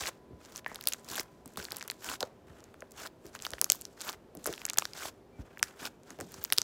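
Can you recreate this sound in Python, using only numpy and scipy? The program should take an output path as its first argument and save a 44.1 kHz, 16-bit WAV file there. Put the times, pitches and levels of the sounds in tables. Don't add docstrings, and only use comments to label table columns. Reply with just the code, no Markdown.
import sys
import numpy as np
from scipy import signal
from scipy.fft import rfft, irfft, next_fast_len
from scipy.io import wavfile
from scipy.ndimage import uniform_filter1d, map_coordinates

SR = 44100
rng = np.random.default_rng(int(sys.argv[2]) if len(sys.argv) > 2 else 0)


def nominal_scale(level):
    x = np.asarray(level, float) / 20
    return 10 ** x


def file_out(sig):
    cols = np.atleast_2d(sig).T
    lim = np.clip(cols, -1, 1)
    pcm = np.round(lim * 32767).astype(np.int16)
    wavfile.write(sys.argv[1], SR, pcm)


N = 292383


def unit(x):
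    return x / np.sqrt(np.mean(x ** 2) + 1e-20)


def along(points, hz):
    f, v = np.transpose(points)
    return np.interp(np.log(hz + 1), np.log(f + 1), v)


def curves(rows):
    s, *cols = np.transpose(rows)
    return [np.interp(np.arange(N) / SR, s, c) for c in cols]


def wobble(rate):
    knots = rng.standard_normal(int(N * rate / SR) + 4)
    return map_coordinates(knots, [np.arange(N) * rate / SR])


def filtered(x, response):
    m = next_fast_len(N + SR // 2)
    return irfft(rfft(x, m) * response(np.fft.rfftfreq(m, 1 / SR)), m)[..., :N]


def coloured(x, spectrum):
    return unit(filtered(x, lambda hz: nominal_scale(along(spectrum, hz))))


def decay(t, t60):
    return nominal_scale(-60 * t / t60)


def ring(t, hz, t60, rise):
    return np.sin(2 * np.pi * hz * t) * decay(t, t60) * (1 - np.exp(-t / rise))


def burst(x, db):
    return nominal_scale(db) * x * np.sqrt(SR / 1000 / np.sum(x ** 2))


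def place(out, s, sound):
    out[round(s * SR):][:len(sound)] += sound


# (time [s], snap level [dB], snap pitch [Hz], hollow level [dB], hollow pitch [Hz])
DEEP_POCKETS = [(0.0706, -27.5, 4080, -35, 2320), (1.1965, -24.5, 5200, -31, 2300),
                (1.5732, -35, 3630, -29, 1200), (1.8264, -34, 5840, -32, 1650),
                (1.9004, -24, 4420, -33, 2480), (1.917, -49, 4149, -35.5, 1740),
                (2.0893, -30, 2800, -39.5, 1348), (2.2064, -25.5, 4940, -36.5, 1100),
                (2.2285, -24.5, 4100, -26.5, 1530), (3.351, -39.5, 6900, -32.5, 1490),
                (3.466, -29, 4680, -25, 1390), (3.5351, -28.5, 3120, -29, 1760),
                (4.0942, -34, 6200, -29.5, 1110), (4.458, -28.5, 6000, -24, 1470),
                (4.472, -27, 8200, -35, 1090), (4.653, -22, 6700, -33, 2600),
                (4.7337, -31.5, 7100, -33, 1330), (4.773, -32.5, 3500, -32, 800),
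                (4.7854, -10, 6560, -21, 1690), (4.822, -28, 2550, -27.5, 1200),
                (4.8539, -25.5, 4600, -39.5, 1700), (5.6285, -16, 6100, -14.5, 1660),
                (6.2099, -34.5, 7560, -31.5, 1538), (6.502, -35.5, 4940, -35, 1970)]
# (time [s], snap level [dB], snap pitch [Hz], air level [dB])
THIN_POCKETS = [(.758, -33.5, 3742, -37.5), (0.8108, -36.5, 3980, -38), (0.839, -40, 7150, -46),
                (0.8729, -17.5, 4900, -17), (0.886, -35, 4650, -19.5), (0.889, -53, 7730, -34),
                (0.9218, -30.5, 2960, -44), (.925, -30, 6300, -40.5), (0.935, -24, 6650, -43),
                (1.1556, -34.5, 3600, -36), (1.6521, -32, 4500, -51), (1.72, -29, 4830, -31.5),
                (1.7686, -39, 6629, -32), (1.8783, -38, 6860, -36), (3.4505, -28, 3600, -40),
                (3.457, -38.5, 2690, -47), (3.6145, -17, 6430, -18), (3.6433, -20.5, 6600, -25),
                (3.7008, -10, 6700, -38), (3.72, -15.5, 6400, -25.5), (3.8126, -45, 8100, -36),
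                (4.465, -55, 7280, -24.5), (4.665, -39, 7840, -34.5), (4.6988, -22.5, 6400, -50.5),
                (6.4403, -39, 4900, -34.5), (6.5242, -16, 3800, -15.5), (6.5324, -25.5, 6000, -24),
                (6.5782, -21.5, 5200, -40), (6.5833, -13, 4860, -26.5), (6.6172, -20.5, 6000, -45)]
# (time [s], snap level [dB], snap pitch [Hz])
SMALL_POCKETS = [(0.038, -30, 2760), (.56, -33, 6030), (0.578, -37, 6460), (0.7461, -37, 7156),
                 (1.459, -42.5, 8200), (1.6267, -39, 5100), (1.707, -37, 6208), (1.8104, -38.5, 5150),
                 (1.9113, -33.5, 9000), (2.6408, -46.5, 6660), (2.8063, -46, 6600), (3.3596, -38.5, 2640),
                 (3.4226, -33, 7140), (3.8193, -38.5, 7320), (3.8528, -32.5, 6007), (4.0065, -34, 4380),
                 (4.0177, -31, 7560), (4.0911, -33, 3900), (4.444, -35, 8000), (4.538, -32.5, 3600),
                 (4.5786, -35.5, 2630), (4.617, -33, 2520), (4.703, -29, 2370), (4.9343, -36, 4780),
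                 (5.595, -37.5, 2580), (5.638, -38, 5490), (5.854, -30.5, 5000), (6.1052, -40, 6470),
                 (6.3417, -38.5, 6300), (6.449, -33.5, 6300)]
# (time [s], hollow level [dB], hollow pitch [Hz])
FINGER_PLOPS = [(0.057, -27, 2060), (0.6625, -27.5, 1107), (1.18, -25.5, 1400), (1.1844, -30, 646.5),
                (1.457, -43, 855), (1.685, -38, 1623), (1.8098, -36, 1740), (1.8148, -35.5, 2320),
                (2.098, -30, 1030), (2.115, -29.5, 1320), (2.8218, -33.5, 1500), (3.5829, -34, 1780),
                (3.6145, -28, 1730), (3.6225, -33.5, 1070), (4.0837, -32.5, 1860), (4.13, -42, 1680),
                (4.3508, -42, 807), (4.5278, -34.5, 1780), (4.783, -20, 1550), (5.5734, -36, 1660),
                (6.2024, -34.5, 1590), (6.524, -21, 1870)]


def pockets():
    shallow_db, shallow_hz = -25.5, 1500
    deep = [(s, db, hz, db - 17, low_db, low_hz) for s, db, hz, low_db, low_hz in DEEP_POCKETS]
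    thin = [(s, db, hz, air_db, db + shallow_db, shallow_hz) for s, db, hz, air_db in THIN_POCKETS]
    small = [(s, db, hz, db - 17.5, db + shallow_db, shallow_hz) for s, db, hz in SMALL_POCKETS]
    plops = [(s, db - 22, 4500, db - 25, db, hz) for s, db, hz in FINGER_PLOPS]
    return deep + thin + small + plops


def pops():
    slap_s, slap_db, slap_hz = 0.0092, -29, 6000
    out, t = np.zeros(N + SR), np.arange(SR // 30) / SR
    hz = np.fft.rfftfreq(len(t), 1 / SR)
    late = np.maximum(t - slap_s, 0)
    for s, snap_db, snap_hz, air_db, hollow_db, hollow_hz in pockets():
        noise, luck = rng.standard_normal((2, len(t))), rng.random(3)
        snap = ring(t, snap_hz, 16 / snap_hz, .00006)
        snap = snap + 2.1 * ring(t, snap_hz * (.92 + .2 * luck[0]), 4.2 / snap_hz, .00003)
        air = ring(t, 9000 + 2500 * luck[1], 0.001, .00004)
        air = air - ring(t, 12200 + 3000 * luck[2], 0.0008, .00004)
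        hollow = ring(t, hollow_hz, 7 / hollow_hz, .0001)
        flap = irfft(rfft(noise[0]) * hz / (1 + (hz / (1.1 * snap_hz)) ** 4), len(t))
        spray = flap * decay(t, 0.006) * (1 - np.exp(-t / 0.0011))
        slap = irfft(rfft(noise[1]) / (1 + ((hz - slap_hz) / 2000) ** 4), len(t))
        slap = slap * late * decay(late, .008)
        pop = burst(snap, snap_db) + burst(air, air_db)
        pop = pop + burst(hollow, hollow_db) + burst(spray, snap_db - 11)
        pop = .95 * (pop + .28 * np.roll(pop, rng.integers(7, 19)))
        place(out, s, pop + burst(slap, snap_db + slap_db))
    return filtered(out[:N], lambda hz: (1j * hz / (480 + 1j * hz)) ** 2)


# (time [s], level over 1 ms [dB], pitch [Hz])
BUBBLE_TICKS = [(0.4503, -45.5, 5700), (0.646, -43.5, 2600), (0.716, -34.5, 970), (0.7204, -40.5, 614),
                (0.9447, -41, 1530), (1.4776, -46, 10540), (1.5593, -60, 2300), (1.7854, -40, 10620),
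                (1.8802, -45, 1756), (6.034, -54, 7000), (2.7428, -44, 1360), (3.693, -48.5, 4600),
                (2.918, -49, 7900), (3.256, -49, 1609), (4.7832, -29, 6000), (3.391, -42.5, 4400),
                (3.5055, -36, 8000.0), (3.7562, -38.5, 13670), (4.6883, -37.5, 4580), (2.605, -52, 6000),
                (4.742, -38.5, 6140), (6.1896, -48, 2416), (6.3206, -43.5, 12700.0), (6.455, -43.5, 7500),
                (1.5724, -33.5, 10700), (1.171, -38.5, 8000), (3.401, -42.5, 3230), (4.013, -34, 7100),
                (4.372, -44, 7800), (.013, -35.5, 6000), (.025, -38, 3500), (0.458, -48.5, 6000),
                (1.641, -43, 13000), (1.174, -48, 4500), (1.1796, -39.5, 6500), (1.1955, -32.5, 4600),
                (1.1985, -33.5, 6000), (1.205, -32.5, 12500), (1.209, -44, 7000), (1.232, -47, 13000),
                (3.7203, -16.5, 14200), (4.022, -39.5, 4500), (4.1197, -42.5, 8000), (4.553, -46, 5000),
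                (4.561, -46.5, 7000), (4.594, -47.5, 6000), (6.5836, -18.5, 7900), (6.5758, -43, 5000),
                (1.767, -37, 10000), (1.797, -43, 7000), (5.629, -24.5, 2670), (.873, -33.5, 2990),
                (1.818, -44, 6000)]
# (time [s], level over 1 ms [dB], pitch [Hz])
AIR_SQUIRTS = [
    (.996, -51.5, 8100),
    (3.72, -16, 14470),
    (4.048, -43, 12430),
    (4.056, -42, 14500),
    (4.08, -38, 13700),
    (4.7848, -22.5, 9180),
    (5.6291, -22.5, 9980),
    (3.6145, -23.5, 9870),
    (6.4402, -21.5, 14900),
]
# (time [s], level [dB], pitch [Hz], t60 [s])
WHISTLING_HOLE = (.6625, -42, 1900, .2)


def bubbles():
    out, t = np.zeros(N + SR), np.arange(SR // 200) / SR
    for s, db, hz in BUBBLE_TICKS:
        place(out, s, burst(ring(t, hz, 4 / hz, .00005), db))
    for s, db, hz in AIR_SQUIRTS:
        place(out, s, burst(ring(t, hz, 16 / hz, .0001), db))
    s, db, hole_hz, t60 = WHISTLING_HOLE
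    since = np.arange(N) / SR - s

    def band(centre, width):
        noise = rng.standard_normal(N)
        return unit(filtered(noise, lambda hz: 1 / (1 + ((hz - centre) / width) ** 2)))

    opened = np.clip(since / .06, 0, 1)
    whistle = (1 - opened) * band(.94 * hole_hz, 90) + opened * band(1.04 * hole_hz, 260)
    whistle = unit(whistle * nominal_scale(2 * wobble(120)))
    return out[:N] + (since > 0) * nominal_scale(db) * decay(np.abs(since), t60) * whistle


# (time [s], level over 1 ms [dB], pitch [Hz])
SNAPPING_THREADS = [(0.0567, -42, 4564), (0.5223, -50, 5560), (0.5693, -40, 7240), (0.6799, -47.5, 11130),
                    (0.8261, -47, 5340), (0.8558, -42.5, 5000), (1.0458, -48.5, 6900), (1.0875, -39, 4800),
                    (1.1149, -36, 6786), (1.161, -34, 12190), (1.1707, -38, 7329), (1.1847, -33.5, 5300),
                    (1.5372, -55, 7605), (1.559, -49, 3010), (1.6462, -42, 6290), (1.7452, -46, 4310),
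                    (1.7613, -41, 4910), (1.7821, -48, 4090), (1.8395, -48.5, 4950), (1.8827, -43, 3010),
                    (1.916, -40.5, 3900), (.939, -44, 3500), (2.045, -37, 6600), (2.0964, -37, 9126),
                    (2.0994, -38, 4050), (2.1157, -38, 4390), (3.657, -46, 13500), (2.7417, -56.5, 3140),
                    (2.9094, -53, 7190), (2.92, -47, 7026), (3.0003, -46, 6200), (3.019, -52, 7600),
                    (3.0649, -40, 4950), (3.0717, -40, 3920), (3.2561, -54, 5940), (3.266, -46.5, 5970),
                    (3.4557, -37.5, 3036), (3.517, -44.5, 6073), (3.5915, -46, 3010), (3.7305, -40.5, 6030),
                    (3.7484, -43, 12920), (5.601, -54, 12000), (4.0963, -35.5, 6250), (4.1293, -41.5, 5060),
                    (4.351, -45, 13730), (4.4411, -46, 6370), (4.5272, -36.5, 6100), (4.7013, -37.5, 3080),
                    (4.7738, -31.5, 13220), (4.7964, -36, 6200), (5.0347, -37, 3000), (5.5825, -52, 6590),
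                    (5.592, -47, 6890), (5.8551, -37.5, 5160), (5.8634, -35.5, 3600), (6.1883, -54, 5380),
                    (6.2027, -39.5, 7450), (6.344, -45, 5828), (6.4295, -47.5, 14560), (6.5662, -44, 4350)]
# (time [s], level over 1 ms [dB], pitch [Hz])
THICK_STRANDS = [(0.0152, -41, 1340), (0.0352, -34.5, 1980), (0.7456, -50.5, 1300), (0.789, -43.5, 1250),
                 (0.839, -45, 2150), (0.6624, -27, 1760), (0.925, -39, 2970), (0.9344, -33, 2970),
                 (1.6267, -45, 2970), (1.7137, -41, 1590), (1.7186, -42.5, 2580), (1.763, -46.5, 730),
                 (1.8566, -48, 1340), (1.8782, -44, 1420), (2.2311, -34.5, 1340), (3.4503, -31.5, 2970),
                 (3.664, -42.5, 1160), (3.7484, -42, 1030), (3.9761, -51, 1640), (4.08, -36, 1590),
                 (4.0904, -33, 2760), (4.134, -47, 1250), (4.6647, -42, 1420), (4.6816, -39.5, 1720),
                 (4.6947, -42, 2450), (4.761, -44, 1550), (4.7961, -40.5, 1210), (4.8535, -30, 1590),
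                 (5.0223, -34.5, 1420), (5.0335, -43.5, 1340), (5.0536, -31.5, 780), (5.612, -49, 900),
                 (5.8508, -39, 2970), (5.8743, -43, 1250), (6.106, -43, 1720), (6.342, -45, 990),
                 (6.4488, -49, 1510), (6.455, -46, 2840)]
# (time [s], level over 1 ms [dB], pitch [Hz])
SLUMP_GULPS = [(2.21, -36, 826), (2.219, -32.5, 770), (2.2289, -21.5, 517), (2.824, -36.5, 575),
               (3.535, -32, 540), (3.622, -38, 466), (3.7015, -38.5, 560), (4.459, -33.5, 560),
               (4.472, -25.5, 520), (4.49, -27.5, 420), (6.21, -32.5, 316), (4.477, -31.5, 594),
               (1.196, -32.5, 385), (6.583, -34, 430)]


def threads():
    out, t = np.zeros(N + SR), np.arange(SR // 100) / SR
    for s, db, hz in SNAPPING_THREADS:
        fray = np.diff(rng.standard_normal(len(t)), prepend=0)
        fray = fray * decay(t, .004) * (1 - np.exp(-t / .0003))
        place(out, s, burst(ring(t, hz, 6 / hz, 0.00018), db) + burst(fray, db - 0.5))
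    for s, db, hz in THICK_STRANDS:
        place(out, s, burst(ring(t, hz, 6 / hz, 0.00031), db + 1.0))
    slow = np.arange(SR // 25) / SR
    for s, db, hz in SLUMP_GULPS:
        place(out, s, burst(ring(slow, hz, 6.2 / hz, .0015), db))
    return out[:N]


def strokes(rows, rise, swell_db, fall):
    t, power = np.arange(0, N / SR + .002, .001), 0
    for s, length, crackle_db, squelch_db in rows:
        before, after = np.maximum(s - t, 0), np.maximum(t - s - length, 0)
        shape_db = swell_db * np.clip((t - s) / length, 0, 1) - rise * before - fall * after
        power = power + nominal_scale(2 * (shape_db + np.array([[crackle_db], [squelch_db]])))
    return np.array([np.interp(np.arange(N) / SR, t, p) for p in power])


# (time [s], length [s], crackle level [dB], squelch level [dB])
FINGER_PULLS = [(0, 0.09, -44.5, -47), (.415, 0.14, -65, -65), (.57, 0.022, -54, -55.5),
                (1.1, 0.11, -47, -50), (2.045, 0.11, -46.5, -49.5), (2.98, 0.089, -53.5, -52.5),
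                (3.25, 0.041, -65.5, -68), (3.345, 0.02, -59, -57), (3.43, 0.023, -52.5, -56),
                (4.035, 0.06, -48.5, -49.5), (4.4, 0.078, -65, -68), (4.97, 0.12, -49, -51),
                (5.4, 0.017, -66.5, -62), (5.815, 0.058, -49, -48.5), (6.075, 0.0362, -66, -65.5),
                (6.29, 0.11, -59, -64), (1.215, 0.016, -61, -63), (4.118, 0.021, -61, -57),
                (4.005, .03, -56, -56), (5.05, 0.032, -50, -62), (1.74, .025, -60, -56)]
# (time [s], length [s], crackle level [dB], squelch level [dB])
AIR_SEEPS = [(.668, 0.74, -61.5, -60), (.881, 0.026, -38.5, -50), (.926, 0.12, -58, -74.5),
             (1.46, 0.46, -65, -65), (1.577, 0.132, -46, -49), (1.714, 0.22, -55.5, -52),
             (1.9, 0.43, -64.5, -79), (2.2052, 0.021, -40, -52), (2.228, 0.17, -80, -63.5),
             (2.47, 0.69, -70.5, -64.5), (3.46, 0.24, -55.5, -60), (3.623, 0.14, -56.5, -59),
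             (3.709, 0.23, -53.5, -63), (4.1, 0.026, -50, -48), (4.462, 0.09, -48.5, -43.5),
             (4.58, 0.58, -60, -60), (4.783, 0.12, -48.5, -65), (5.45, 0.73, -74, -64.5),
             (5.637, 0.03, -46.5, -49), (6.11, 0.098, -61, -59.5), (6.21, 0.038, -49.5, -67),
             (6.41, 0.17, -55.5, -57.5), (6.532, 0.051, -51, -66), (6.581, 0.046, -47.5, -52),
             (.1, 0.1, -66.5, -64.5), (1.235, 0.11, -77.5, -69), (4.145, 0.12, -76, -68),
             (5.67, 0.073, -56.5, -55), (5.885, 0.097, -72, -76.5), (4.5, 0.16, -51, -67)]


def tearing():
    pulls = strokes(FINGER_PULLS, rise=404, swell_db=4, fall=1300)
    seeps = strokes(AIR_SEEPS, rise=6000, swell_db=-16.5, fall=350)
    return 10 * np.log10(pulls + seeps + 1e-12)


def grains(density, hz, spread_db):
    count = int(density * N / SR)
    when, size = rng.random(count), rng.exponential(size=count)
    pitch = rng.standard_normal(count)
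    step = np.arange(64)
    tone = np.clip(hz * np.exp(.6 * pitch), 300, SR / 3)[:, None]
    loudness = nominal_scale(spread_db * np.minimum(size, 3))[:, None]
    shape = loudness * ring(step / SR, tone, 8 / tone, .0001)
    at = (when * N).astype(int)[:, None] + step
    return unit(np.bincount(at.ravel(), shape.ravel(), N + len(step))[:N])


def patchy(depth_db):
    z = signal.stft(rng.standard_normal(N), nperseg=128)[2]
    field = uniform_filter1d(rng.standard_normal(z.shape), size=5, axis=0)
    field = uniform_filter1d(field, size=6, axis=1)
    return unit(signal.istft(z * nominal_scale(depth_db * unit(field)), nperseg=128)[1][:N])


# (frequency [Hz], level [dB])
FILM_COLOUR = [(880, -36.5), (1500, 3.5), (1910, -9), (3020, -7), (3490, -5.5), (7700, 0), (8520, -4.5),
               (12800, -4.5), (15400, -6), (17000, -26)]
# (frequency [Hz], level [dB])
SQUELCH_COLOUR = [(70, -28), (300, -8), (968, -5.5), (1230, -4), (1450, -1.5), (1910, -4), (3500, -4.5),
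                  (4550, -30.5), (7700, -120)]


def peel():
    crackle_db, squelch_db = tearing()
    film = grains(4000, 9000, 3.5) + .5 * grains(900, 6500, 2.5) + .75 * patchy(4)
    strands = .65 * grains(1500, 1200, 2.5) + .7 * patchy(3.5)
    crackle = nominal_scale(crackle_db) * coloured(film, FILM_COLOUR)
    squelch = nominal_scale(squelch_db + 1.6 * wobble(90)) * coloured(strands, SQUELCH_COLOUR)
    clumps = nominal_scale(2.3 * wobble(200) + 1.1 * wobble(45))
    return filtered(clumps * (crackle + squelch), lambda hz: hz < 15900)


# (time [s], knock level [dB], knock pitch [Hz], boom level [dB], knock t60 [s])
TABLE_THUMPS = [(0.01, -41.5, 594, -50, 0.42), (0.304, -42.5, 261, -57.5, 0.38),
                (0.321, -39.5, 193, -50, 0.25), (1.105, -41, 193.4, -62.5, 0.3),
                (1.457, -40, 222.4, -84, 0.19), (1.571, -32, 231, -51.5, 0.13),
                (1.588, -41, 390, -56, 0.26), (2.07, -40, 220, -54.5, 0.47), (2.206, -37, 670, -77, 0.32),
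                (2.234, -33.5, 624, -76, 0.071), (2.493, -51, 149.6, -53.5, 0.13),
                (2.826, -43.5, 595.9, -87, 0.066), (3.246, -38.5, 321, -55.5, 0.17),
                (3.519, -40.5, 624, -49, 0.11), (4.349, -36, 390, -62, 0.13),
                (4.361, -37, 230.4, -62.5, 0.15), (4.467, -34, 170, -56.5, 0.15),
                (4.494, -31, 379, -65, 0.15), (5.386, -38, 207.3, -41, 0.16),
                (5.815, -40.5, 231, -65, 0.35), (6.103, -36, 252, -66, 0.1122),
                (6.187, -33, 520, -57, 0.21), (6.212, -34.5, 170, -60, 0.28), (6.378, -48, 247, -52, 0.1)]


def thumps():
    drop_hz, drop_s = 91, 0.008
    out, t = np.zeros(N + SR), np.arange(SR // 4) / SR
    hz = np.fft.rfftfreq(len(t), 1 / SR)
    for s, knock_db, knock_hz, boom_db, t60 in TABLE_THUMPS:
        fade = decay(t, np.clip(t60, .02, .3)) * (1 - np.exp(-t / 0.00047))
        wood = (hz * knock_hz / (knock_hz ** 2 - hz ** 2 + 1j * hz * knock_hz * .75)) ** 2
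        knock = unit(irfft(rfft(rng.standard_normal(len(t))) * wood, len(t))) * fade
        cycles = (42 + 25 * rng.random()) * t + drop_hz * drop_s * (1 - np.exp(-t / drop_s))
        boom = np.sin(2 * np.pi * cycles) * decay(t, 0.13) * (1 - np.exp(-t / 0.0021))
        place(out, s, nominal_scale(knock_db - 8) * knock + nominal_scale(boom_db + 8) * boom)
    return out[:N]


# (time [s], length [s], level [dB], pitch [Hz])
SKIN_SQUEAK = (5.32, .08, -69, 2330)


def squeak():
    s, length, db, hz = SKIN_SQUEAK
    t = np.arange(N) / SR
    swell = np.sin(np.pi * np.clip((t - s) / length, 0, 1)) ** .5
    return nominal_scale(db) * swell * np.sin(2 * np.pi * hz * t + wobble(60))


# (frequency [Hz], t60 [s])
ROOM_DECAY = [(300, 0.7), (2000, 0.32), (6000, 0.16), (10000, 0.2)]


def walls(x):
    hz, t, z = signal.stft(rng.standard_normal(SR // 3), SR, nperseg=256)
    fading = z * decay(t, along(ROOM_DECAY, hz)[:, None])
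    tail = signal.istft(fading, SR, nperseg=256)[1]
    delayed = np.pad(x, (400, 0))
    return signal.fftconvolve(delayed, tail / np.linalg.norm(tail))[:N]


# (frequency [Hz], level [dB])
HUM_COLOUR = [(20, -14), (60, -5.5), (170, -6.5), (400, -5.5), (650, -10.5), (1050, -19), (2000, -27.5),
              (3200, -32), (6500, -37), (9500, -41), (15000, -42.5), (16500, -61.5)]
# (pitch [Hz], level [dB])
APPLIANCE_TONES = [
    (233, -70),
    (390, -68),
]
# (time [s], level [dB])
WHINE_LEVEL = [
    (0, -69),
    (2.0, -68),
    (2.2, -80.5),
]


def background():
    t = np.arange(N) / SR
    mix = nominal_scale(-58 + 0.21 * wobble(1.9)) * coloured(rng.standard_normal(N), HUM_COLOUR)
    for hz, db in APPLIANCE_TONES:
        tone = np.sin(2 * np.pi * hz * t + 2.97 * wobble(4.8))
        mix = mix + nominal_scale(db + 3.3 * wobble(7.7)) * tone
    whine_db = curves(WHINE_LEVEL)[0] + 1.2 * wobble(3.1)
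    return mix + nominal_scale(whine_db) * np.sin(2 * np.pi * 1001 * t)


def scene():
    slime = pops() + bubbles() + threads() + peel()
    echo = nominal_scale(-26.5) * walls(slime)
    return (slime + echo + thumps() + squeak() + background())[None]


def roll_off(x):
    return signal.sosfilt(signal.butter(12, 17170, fs=SR, output="sos"), x)


# (frequency [Hz], level [dB])
MIX_RESPONSE = [(20, -9), (70, 0), (8050, 0), (8090, -6), (8250, 0), (15900, 0), (16500, -10), (17300, -40)]


def record(dry):
    def response(hz):
        lag = 1.5 * np.log((hz + 60) / (hz + 1500))
        return nominal_scale(along(MIX_RESPONSE, hz)) * np.exp(-2j * np.pi * lag)

    mix = filtered(dry, response)
    return roll_off(mix)


dry = scene()
out = record(dry)
file_out(out)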